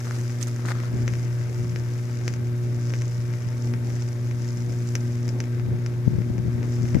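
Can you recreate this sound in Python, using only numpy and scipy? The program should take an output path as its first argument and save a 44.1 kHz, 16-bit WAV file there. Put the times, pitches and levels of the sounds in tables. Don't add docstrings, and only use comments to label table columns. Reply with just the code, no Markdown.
import sys
import numpy as np
from scipy import signal
from scipy.fft import rfft, irfft
from scipy.io import wavfile

SR = 44100
rng = np.random.default_rng(int(sys.argv[2]) if len(sys.argv) > 2 else 0)


def materialize(psi):
    bounded = np.clip(np.atleast_2d(psi).T, -1, 1)
    quanta = np.round(bounded * 32767).astype(np.int16)
    wavfile.write(sys.argv[1], SR, quanta)


N = 308700
TIME = np.arange(N) / SR
MAINS_HZ, FIRST_STRIKE_S = 59.993, .00465
WANDER_HZ = 15


def amp(db):
    return 10 ** (np.asarray(db) / 20)


def unit(x):
    return x / np.sqrt(np.mean(x ** 2) + 1e-20)


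def sides(pan_db):
    return amp(pan_db * np.array([[.5], [-.5]]))


def levels(table):
    times, *columns = np.transpose(table)
    return np.array([amp(np.interp(TIME, times, db)) for db in columns])


def drift(hz):
    knots = rng.standard_normal(N // 32)
    return unit(np.interp(TIME * hz, np.arange(len(knots)), knots))


def swell(start, hold, attack, release):
    return np.exp(np.minimum(TIME - start, 0) / attack - np.maximum(TIME - start - hold, 0) / release)


def add(mix, s, sound):
    part = mix[..., max(round(s * SR), 0):][..., :sound.shape[-1]]
    part += sound[..., :part.shape[-1]]


def colour(x, spectrum, size=4096):
    hz, db = np.transpose(spectrum)
    log_hz = np.log(np.fft.rfftfreq(size, 1 / SR) + 1)
    cepstrum = irfft(np.log(amp(np.interp(log_hz, np.log(hz), db))))
    cepstrum[1:size // 2] *= 2
    cepstrum[size // 2 + 1:] = 0
    response = irfft(np.exp(rfft(cepstrum)))
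    return np.apply_along_axis(signal.oaconvolve, -1, x, response)[..., :N]


def split(x, hz):
    return [signal.sosfilt(signal.butter(4, hz, kind, fs=SR, output="sos"), x)
            for kind in ("low", "high")]


# t/s, then relative level/dB at 120, 240 and 360 Hz
ARC_STRENGTH = [(0, -27, -47, -47), (.45, -26.5, -44.5, -48), (.85, -26, -46, -48.5),
                (1.05, -22.5, -41, -43.5), (1.2, -25, -49, -45), (1.5, -25, -56.5, -49.5),
                (1.62, -26.5, -44.5, -41.5), (1.8, -25.5, -54.5, -45), (2.05, -26.5, -47, -47),
                (2.6, -24.5, -45, -42.5), (3, -23.5, -46, -45.5), (3.12, -25.5, -56.5, -54.5),
                (3.28, -25, -46.5, -42.5), (3.42, -27, -51.5, -51.5), (3.72, -24, -39, -43),
                (4.05, -26, -47.5, -47), (4.8, -25.5, -42, -44), (5.22, -25, -41, -44),
                (5.92, -25.5, -46, -43.5), (6.48, -25.5, -41.5, -42.5), (6.85, -22.5, -38, -39.5),
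                (7, -25, -38, -45)]


def arc_strength(sag_db=1, sag_s=0.025, full_crack_db=-33):
    sag = np.zeros(N)
    age = np.arange(SR // 2) / SR / sag_s
    for s, crack_db, *_ in SPARK_SNAPS:
        depth_db = sag_db * min(amp(crack_db - full_crack_db), 1)
        add(sag, s, depth_db * age * np.exp(1 - age))
    hum, octave, twelfth = levels(ARC_STRENGTH) * amp(-sag)
    wander = amp(0.76 * drift(WANDER_HZ))
    return hum * wander, octave * amp(1.1 * drift(WANDER_HZ)), twelfth * wander


# multiple of the mains, level/dB, left over right/dB
BUZZ_PARTIALS = [(3, -54.5, 5), (5, -63, 0), (8, -56, 2.5), (9, -75.5, 4), (10, -56, 0), (15, -68.5, -1),
                 (22, -71, -13), (26, -71, 23), (60, -81, 1), (62, -80.5, 26)]


def buzz(angle, hum, octave, twelfth, lag_rad=0.063):
    port_phase = 0.31 * np.array([[-.5], [.5]])
    octave_phase = 4 * angle + port_phase + 2 * lag_rad + .35 * drift(7.9)
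    twelfth_phase = 6 * angle + port_phase + 4 * lag_rad + .15 * drift(10)
    out = amp(-0.5) * hum * np.cos(2 * angle + port_phase) * sides(0.67)
    out += amp(3.5) * octave * np.cos(octave_phase) * sides(2.3)
    out += amp(1.6) * twelfth * np.cos(twelfth_phase) * sides(3.1)
    sharpness = (twelfth / amp(-29)) ** 0.029
    for order, db, pan_db in BUZZ_PARTIALS:
        waver = 0.76 if order % 2 else 0.068
        phase = order * angle + lag_rad * (order - 2)
        partial = (1 + waver * drift(12)) * np.cos(phase) + waver * drift(10) * np.sin(phase)
        out += amp(db) * sharpness * sides(pan_db) * partial
    return -np.sqrt(2) * out


# f/Hz, relative level/dB
FLAME_SPECTRUM = [(20, -28), (50, -2.5), (80, -28.5), (140, -3.5), (200, -3), (270, 0.5), (380, -3),
                  (480, -12.5), (650, -15), (900, -19.5), (1600, -57), (4000, -65)]


def flame(angle, hum, roar_db=-44, flutter_db=3, throb=.3):
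    pulsing = 1 + throb * np.cos(2 * angle)
    noise = rng.standard_normal((3, N)) * pulsing * amp(flutter_db * drift(14))
    roar = unit(colour(noise[0] + 0.6 * noise[1:], FLAME_SPECTRUM))
    return amp(roar_db) * unit(hum) * roar * sides(0.58)


# f/Hz, gain/dB
LEFT_RESPONSE = [(100, 2), (500, 13), (850, 4.5), (1400, 7.5), (2200, 6), (3000, -5.5), (3800, -21.5),
                 (4400, -9), (5200, 1.5), (6500, -4.5), (8500, -15.5), (10500, -16.5), (12500, -15.5),
                 (15000, -22.5)]
RIGHT_RESPONSE = [(100, -7.5), (500, 8.5), (900, -24), (1500, 0), (2200, -3), (3200, -9), (4200, -11.5),
                  (5200, -10), (6400, -2.5), (8000, -11.5), (10500, -21), (15000, -22.5)]


def ports(x):
    return np.array([colour(x[0], LEFT_RESPONSE), colour(x[1], RIGHT_RESPONSE)])


def discharges(grains_per_s=900, grain_gain=0.67, diffuse=1.45, spread_db=3.5):
    grains = (rng.random(N) < grains_per_s / SR) * rng.choice([-1, 1], N)
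    sizes = amp(spread_db * np.minimum(rng.exponential(1, N), 4.5))
    direct = rng.standard_normal(N) + grain_gain * unit(grains * sizes)
    return ports(direct + diffuse * rng.standard_normal((2, N)))


FRY_LEVEL = [(0, -42.5), (.5, -45), (.95, -42.5), (2.1, -44.5), (5.2, -45), (6.45, -45), (6.9, -43)]
FIZZ_LEVEL = [(0, -45), (.3, -45.5), (.9, -50.5), (1.15, -45.5), (1.4, -47.5), (2.28, -48), (2.52, -52),
              (3.0, -45), (3.28, -50), (3.55, -50.5), (3.67, -47), (3.79, -55), (3.87, -45), (4.04, -48),
              (4.21, -52.5), (4.27, -46.5), (4.35, -51), (4.47, -45), (4.62, -48.5), (4.8, -50),
              (4.88, -47.5), (4.98, -48), (5.35, -51), (5.55, -55), (6.0, -54), (6.15, -51.5),
              (6.45, -56.5), (6.72, -46.5), (7, -49)]
FINE_LEVEL = [(0.0, -59), (0.62, -63), (0.76, -64), (1.65, -63), (2.57, -67), (2.92, -65), (4.33, -65),
              (5.03, -61), (5.28, -67), (5.4, -67), (5.92, -73), (6.47, -67), (6.8, -64), (7.0, -65)]


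def sizzle(angle, flare_spread_db=3.8, flare_width_rad=.7, between_flares=.45):
    half_cycles = angle / np.pi + 1.5
    strike = half_cycles.astype(int)
    size, offset = rng.standard_normal((strike[-1] + 1, 2)).T
    from_peak = np.pi * (half_cycles % 1 - .5) - 0.11 * offset[strike]
    height = amp(flare_spread_db * np.minimum(size, 2)[strike])
    flare = height * np.exp(-.5 * (from_peak / flare_width_rad) ** 2)
    low, high = split(discharges(), 3400)
    fry = unit(low * (1 + .22 * flare) * amp(1.2 * drift(160)))
    fizz = unit(split(high, 8400)[0] * (between_flares + flare))
    fine = unit(split(discharges(diffuse=2.6), 7700)[1] * (1 + 0.091 * flare))
    fine_gain = levels(FINE_LEVEL) * amp(4.5 + 1.3 * drift(11))
    fry_gain = levels(FRY_LEVEL) * amp(-3.5 + 0.4 * drift(WANDER_HZ))
    fizz_gain = levels(FIZZ_LEVEL) * amp(-5 + 1.1 * drift(WANDER_HZ))
    return fry_gain * fry + fizz_gain * fizz + fine_gain * fine


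def drone(hz=102, db=-47):
    return amp(db) * np.sqrt(2) * np.sin(2 * np.pi * hz * TIME + 1.3 * drift(2.78))


# f/Hz, relative level/dB
HISS_SPECTRUM = [(100, -27), (600, -8), (1200, 2.5), (2200, -45), (3200, -6.5), (4500, -7.5), (6500, -13),
                 (9000, -15), (12500, -10.5), (15000, -26)]


def hiss(db=-56):
    return amp(db) * unit(colour(rng.standard_normal((2, N)), HISS_SPECTRUM))


# f/Hz, relative level/dB
WIND_SPECTRUM = [(15, -42), (50, -3.5), (90, 4.5), (170, 2), (280, -10.5), (450, -22), (700, -29),
                 (1500, -62.5), (4000, -86)]
# t/s, hold/s, left level/dB, right level/dB
PORT_GUSTS = [(0.965, 0.075, -27, -38), (1.604, 0.16, -34, -39), (5.656, 0.048, -30, -29),
              (6.11, 0.065, -26, -48), (6.308, 0.29, -30.5, -49), (6.6, 0.2, -36, -45),
              (6.817, 0.033, -24, -48), (6.96, 0.041, -22, -37)]


def wind(calm_db=-48, breeze_db=-41.5, onset_s=0.99, lumps_db=3):
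    risen = swell(onset_s, hold=N / SR, attack=0.17, release=1)
    breeze_gain = sides(3) * amp(calm_db + (breeze_db - calm_db) * risen)
    gust_power = sum((amp([[left], [right]]) * swell(s, hold, attack=0.04, release=0.1)) ** 2
                     for s, hold, left, right in PORT_GUSTS)
    turbulence = rng.standard_normal((2, 2, N)) * amp(lumps_db * drift(60))
    breeze, gusts = [unit(colour(noise, WIND_SPECTRUM)) for noise in turbulence]
    return breeze_gain * breeze + np.sqrt(gust_power) * gusts


# t/s, relative level/dB
SPARK_SPITS = [(1.2512, -41.0), (1.546, -43), (1.6378, -51), (1.7976, -41), (2.1724, -43), (2.1889, -39.5),
               (2.9225, -45.0), (2.9885, -39.0), (3.0387, -45), (3.0558, -43.0), (3.0804, -44.0),
               (3.4227, -41), (3.6226, -40), (3.6563, -42), (3.6727, -41), (3.955, -42), (4.0227, -38),
               (4.0884, -39), (4.1297, -41), (4.4736, -48), (4.489, -40.5), (4.5067, -42), (4.573, -40),
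               (4.6054, -43), (4.6223, -43.0), (4.7244, -41), (4.823, -41), (4.8739, -39), (4.8891, -37),
               (4.9224, -46), (5.0073, -43), (5.3889, -43), (6.723, -40.0), (6.7393, -44), (6.7562, -45.0),
               (6.822, -41), (6.8315, -42)]


def spits(faint_share=.3, spread_db=2.5, jitter_s=.0006, attack_s=.0011, release_s=.0017):
    loud = [(s, db + 1) for s, db in SPARK_SPITS]
    strikes = FIRST_STRIKE_S + np.arange(2 * MAINS_HZ * N / SR) / (2 * MAINS_HZ)
    size, late = np.clip(rng.standard_normal((len(strikes), 2)), -2, 1.5).T
    faint_db = np.interp(strikes, *np.transpose(FIZZ_LEVEL)) + .5 + spread_db * size
    chosen = rng.random(len(strikes)) < faint_share
    faint = np.column_stack([strikes + jitter_s * late, faint_db])[chosen]
    t = np.arange(-256, 512) / SR
    envelope = np.exp(np.minimum(t, 0) / attack_s - np.maximum(t, 0) / release_s)
    power = np.zeros(N)
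    for s, db in loud + list(faint):
        add(power, s + t[0], (amp(db) * envelope) ** 2)
    treble = split(discharges(grains_per_s=2300, grain_gain=1.2), 4200)[1]
    grit = split(treble, 7600)[0]
    return np.sqrt(power) * unit(grit) * sides(-3.5)


# t/s, knock level/dB, knock f/Hz, ping level/dB
CASE_TICKS = [(0.0108, -34, 1400, -37), (0.057, -44, 1400, -36), (0.0700, -30, 1300, -43),
              (0.1099, -22, 1450, -33), (0.1497, -32, 1350, -47), (0.1665, -34, 1400, -45),
              (0.2113, -35, 1400, -36), (0.2131, -43, 1400, -35), (0.412, -46, 1400, -35),
              (0.428, -42, 1400, -17), (0.431, -39, 1500, -22.5), (0.4715, -48, 1400, -28),
              (0.4832, -48, 1400, -37), (0.5623, -34, 1400, -31.5), (0.5945, -30, 800, -50),
              (0.6523, -24.5, 1200, -47), (0.6846, -32, 1450, -39), (0.6867, -23, 1650, -45),
              (0.6906, -26, 1500, -36), (0.7132, -22.5, 1340, -37), (0.7167, -28, 1420, -45),
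              (0.719, -21, 1550, -40)]
# f/Hz, relative level/dB
EDGE_SPECTRUM = [(1000, -22), (4000, 4), (7000, 6), (10000, -7), (12000, -7), (14500, -8)]


def ticks(knock_s=.00026, ping_s=.00024, ping_hz=6300, edge_db=-11):
    t = np.arange(256) / SR
    knock_shape, ping_shape = [t / rise * np.exp(1 - t / rise) for rise in (knock_s, ping_s)]
    out = np.zeros((2, N))
    for s, knock_db, knock_hz, ping_db in CASE_TICKS:
        edge = unit(colour(rng.standard_normal((2, len(t))), EDGE_SPECTRUM)[:, :len(t)])
        knock = knock_shape * np.sin(2 * np.pi * knock_hz * t)
        ping = ping_shape * (np.sin(2 * np.pi * ping_hz * t) + amp(edge_db) * edge)
        add(out, s, amp(knock_db) * knock * sides(7) + amp(ping_db) * ping * sides(-7))
    return out


# t/s, hold/s, relative rasp level/dB, relative fizz level/dB
FINGER_RUBS = [(0.05, 0.12, -44, -51), (0.407, 0.03, -55, -40), (0.472, 0.015, -43, -42.5),
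               (0.57, 0.063, -49, -64), (0.656, 0.02, -38, -44.5), (0.678, 0.023, -34, -42.5),
               (0.704, 0.018, -32.5, -46), (0.741, 0.12, -42, -60)]
# f/Hz, relative level/dB
RASP_SPECTRUM = [(100, -1), (500, 8), (900, 6), (1350, 12), (2000, 5.5), (2900, -6), (4200, -1.5),
                 (6000, -7), (10000, -21), (15000, -19)]
SKIN_FIZZ_SPECTRUM = [(500, -35), (2000, -5), (4000, -3), (7000, -1), (10000, -7.5), (13000, -12),
                      (15000, -17)]


def rubs(attack_s=.002, release_share=.3, grit_db=4):
    noise = rng.standard_normal((2, 3, N)) * amp(grit_db * drift(1500))
    rasp, fizz = noise[:, :1] + 3 * noise[:, 1:]
    power = sum((amp([[rasp_db], [fizz_db]]) * swell(s, hold, attack_s, release_share * hold)) ** 2
                for s, hold, rasp_db, fizz_db in FINGER_RUBS)
    rasp_gain, fizz_gain = amp(-3) * np.sqrt(power)
    return (rasp_gain * unit(colour(rasp, RASP_SPECTRUM)) * sides(5.3)
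            + fizz_gain * unit(colour(fizz, SKIN_FIZZ_SPECTRUM)) * sides(-6.5))


# delay t/s, level re direct/dB
GROUND_ECHOES = [(.0038, -16), (.0094, -16.5)]


def with_echoes(direct, t60_s=0.084, spray_db=-9.5):
    t = np.arange(4096) / SR
    spray = rng.standard_normal((2, len(t))) * amp(-60 * t / t60_s) * (t > .001)
    spray *= amp(spray_db) / np.linalg.norm(spray[0])
    out = direct + signal.oaconvolve(direct, spray, axes=1)[:, :N]
    for delay, db in GROUND_ECHOES:
        add(out, delay, amp(db) * direct)
    return out


# t/s, crack level/dB, body f/Hz, ring level/dB, ring f/Hz, left over right/dB
SPARK_SNAPS = [(0.2976, -39.5, 2100, -56, 5500, -5), (0.8022, -39, 1900, -41, 5900, -3),
               (1.0792, -27, 1950, -32.5, 6200, -0.5), (1.1373, -35.5, 2000, -37, 5400, 0),
               (1.7605, -31, 1800, -39, 5200, -1.5), (2.2795, -26, 2200, -24.5, 5060, -2.5),
               (2.3385, -37, 2100, -35, 5500, 1), (2.9046, -41, 1900, -51, 5500, 5),
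               (2.938, -30.5, 2050, -41, 5300, -0.5), (3.02, -36.5, 2100, -33, 5900, 0),
               (3.338, -40, 2000, -46, 5300, 3), (3.7383, -34, 1700, -45, 5300, 1),
               (3.903, -41, 2000, -42, 5600, 0), (4.312, -38.5, 2000, -45, 5100, 2),
               (4.954, -25.5, 2240, -22.5, 5500, -3), (5.2802, -41, 2200, -33, 5400, 1),
               (5.2905, -39.5, 2100, -32, 5500, 4), (5.4038, -29.5, 2130, -28.5, 4900, -2.5),
               (5.4404, -40, 2200, -42, 5600, -3), (5.5974, -41, 1500, -53, 6000, 3),
               (5.8627, -34, 1750, -33.5, 4970, 0.5), (6.22, -40, 1300, -60, 5100, -1),
               (6.381, -42, 2000, -45, 5900, 2), (6.63, -39.5, 2000, -49, 5400, 3),
               (6.8546, -40.5, 1900, -52, 5600, 2), (6.9463, -36, 1890, -46, 5300, 7)]
# f/Hz, gain/dB
CRACK_SPECTRUM = [(60, -25), (300, 0), (800, -14), (1500, -8), (2500, 1), (4000, 2.5), (8000, -30.5),
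                  (15000, 0)]


def snaps(body_s=.00022, ring_s=.00014, sputter_s=.001):
    t = np.arange(512) / SR
    shock = signal.unit_impulse(len(t))
    crack = -colour(shock, CRACK_SPECTRUM)[:len(t)]
    cracks, rings = np.zeros((2, 2, N))
    for s, crack_db, body_hz, ring_db, ring_hz, pan_db in SPARK_SNAPS:
        body = -np.exp(-t / body_s) * np.cos(2 * np.pi * body_hz * t)
        mode = np.exp(-t / ring_s) * np.cos(2 * np.pi * ring_hz * t) + 0.79 * shock
        sputter = .11 * rng.standard_normal(len(t)) * np.exp(-t / sputter_s)
        ring = np.convolve(shock + sputter, mode)[:len(t)]
        add(cracks, s, amp(crack_db) * (amp(27) * crack + amp(8.5) * body) * sides(pan_db))
        add(rings, s, amp(ring_db + 23.5) * ring / np.linalg.norm(ring) * sides(pan_db))
    return with_echoes(ports(cracks + split(rings, 4300)[1]))


# t/s, level/dB, half width/s
PORT_EDDIES = [(0.941, -15.5, 0.0015), (1.08, -34, .0007), (5.596, -20, 0.0016), (5.663, -25, 0.0018),
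               (5.687, -16, 0.0012), (5.737, -19, 0.0014), (6.0707, -12, 0.0015), (6.0786, -1.5, 0.0014),
               (6.1361, -14, 0.0011), (6.1445, -15, 0.0014), (6.1662, -15, 0.0018), (6.1863, -7.5, 0.0016),
               (6.205, -17, 0.0013), (6.2155, -17, 0.0011), (6.3022, -12.5, 0.0011), (6.3112, -18, 0.0024),
               (6.351, -23, 0.00085), (6.383, -14, 0.0011), (6.399, -19, 0.0019), (6.4528, -12.5, 0.0015),
               (6.47, -19, .0015), (6.4824, -13, .0014), (6.809, -24, 0.0017), (6.952, -1.5, 0.0014),
               (6.958, -11, 0.00093), (6.9679, -6.5, 0.00099), (6.979, -15, 0.0028)]


def buffets(lead=0.31, rebound=0.88):
    t = np.arange(-1024, 1024) / SR
    out = np.zeros((2, N))
    for s, db, width in PORT_EDDIES:
        u = t / width
        before, after = np.exp(-np.array([(u + 1.8) / 1.6, (u - 2.1) / 1.2]) ** 2)
        stretch = np.where(u < 0, .75, 1.15)
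        drop = 1.15 * (1 + 1.3 * (u / stretch) ** 2) ** -1.3
        add(out[0], s + t[0], amp(db) * (lead * before - drop + rebound * after))
    return out


def scene():
    angle = 2 * np.pi * MAINS_HZ * (TIME - FIRST_STRIKE_S) + 0.02 * drift(14)
    hum, octave, twelfth = arc_strength()
    arc = buzz(angle, hum, octave, twelfth) + flame(angle, hum) + sizzle(angle) + snaps() + spits()
    return arc + rubs() + ticks() + wind() + buffets() + drone() + hiss()


def record(dry, cutoff_hz=14650):
    lowpass = signal.firwin(301, cutoff_hz, window=("kaiser", 8), fs=SR)
    return signal.oaconvolve(dry, lowpass[None], "same", axes=1)


dry = scene()
out = record(dry)
materialize(out)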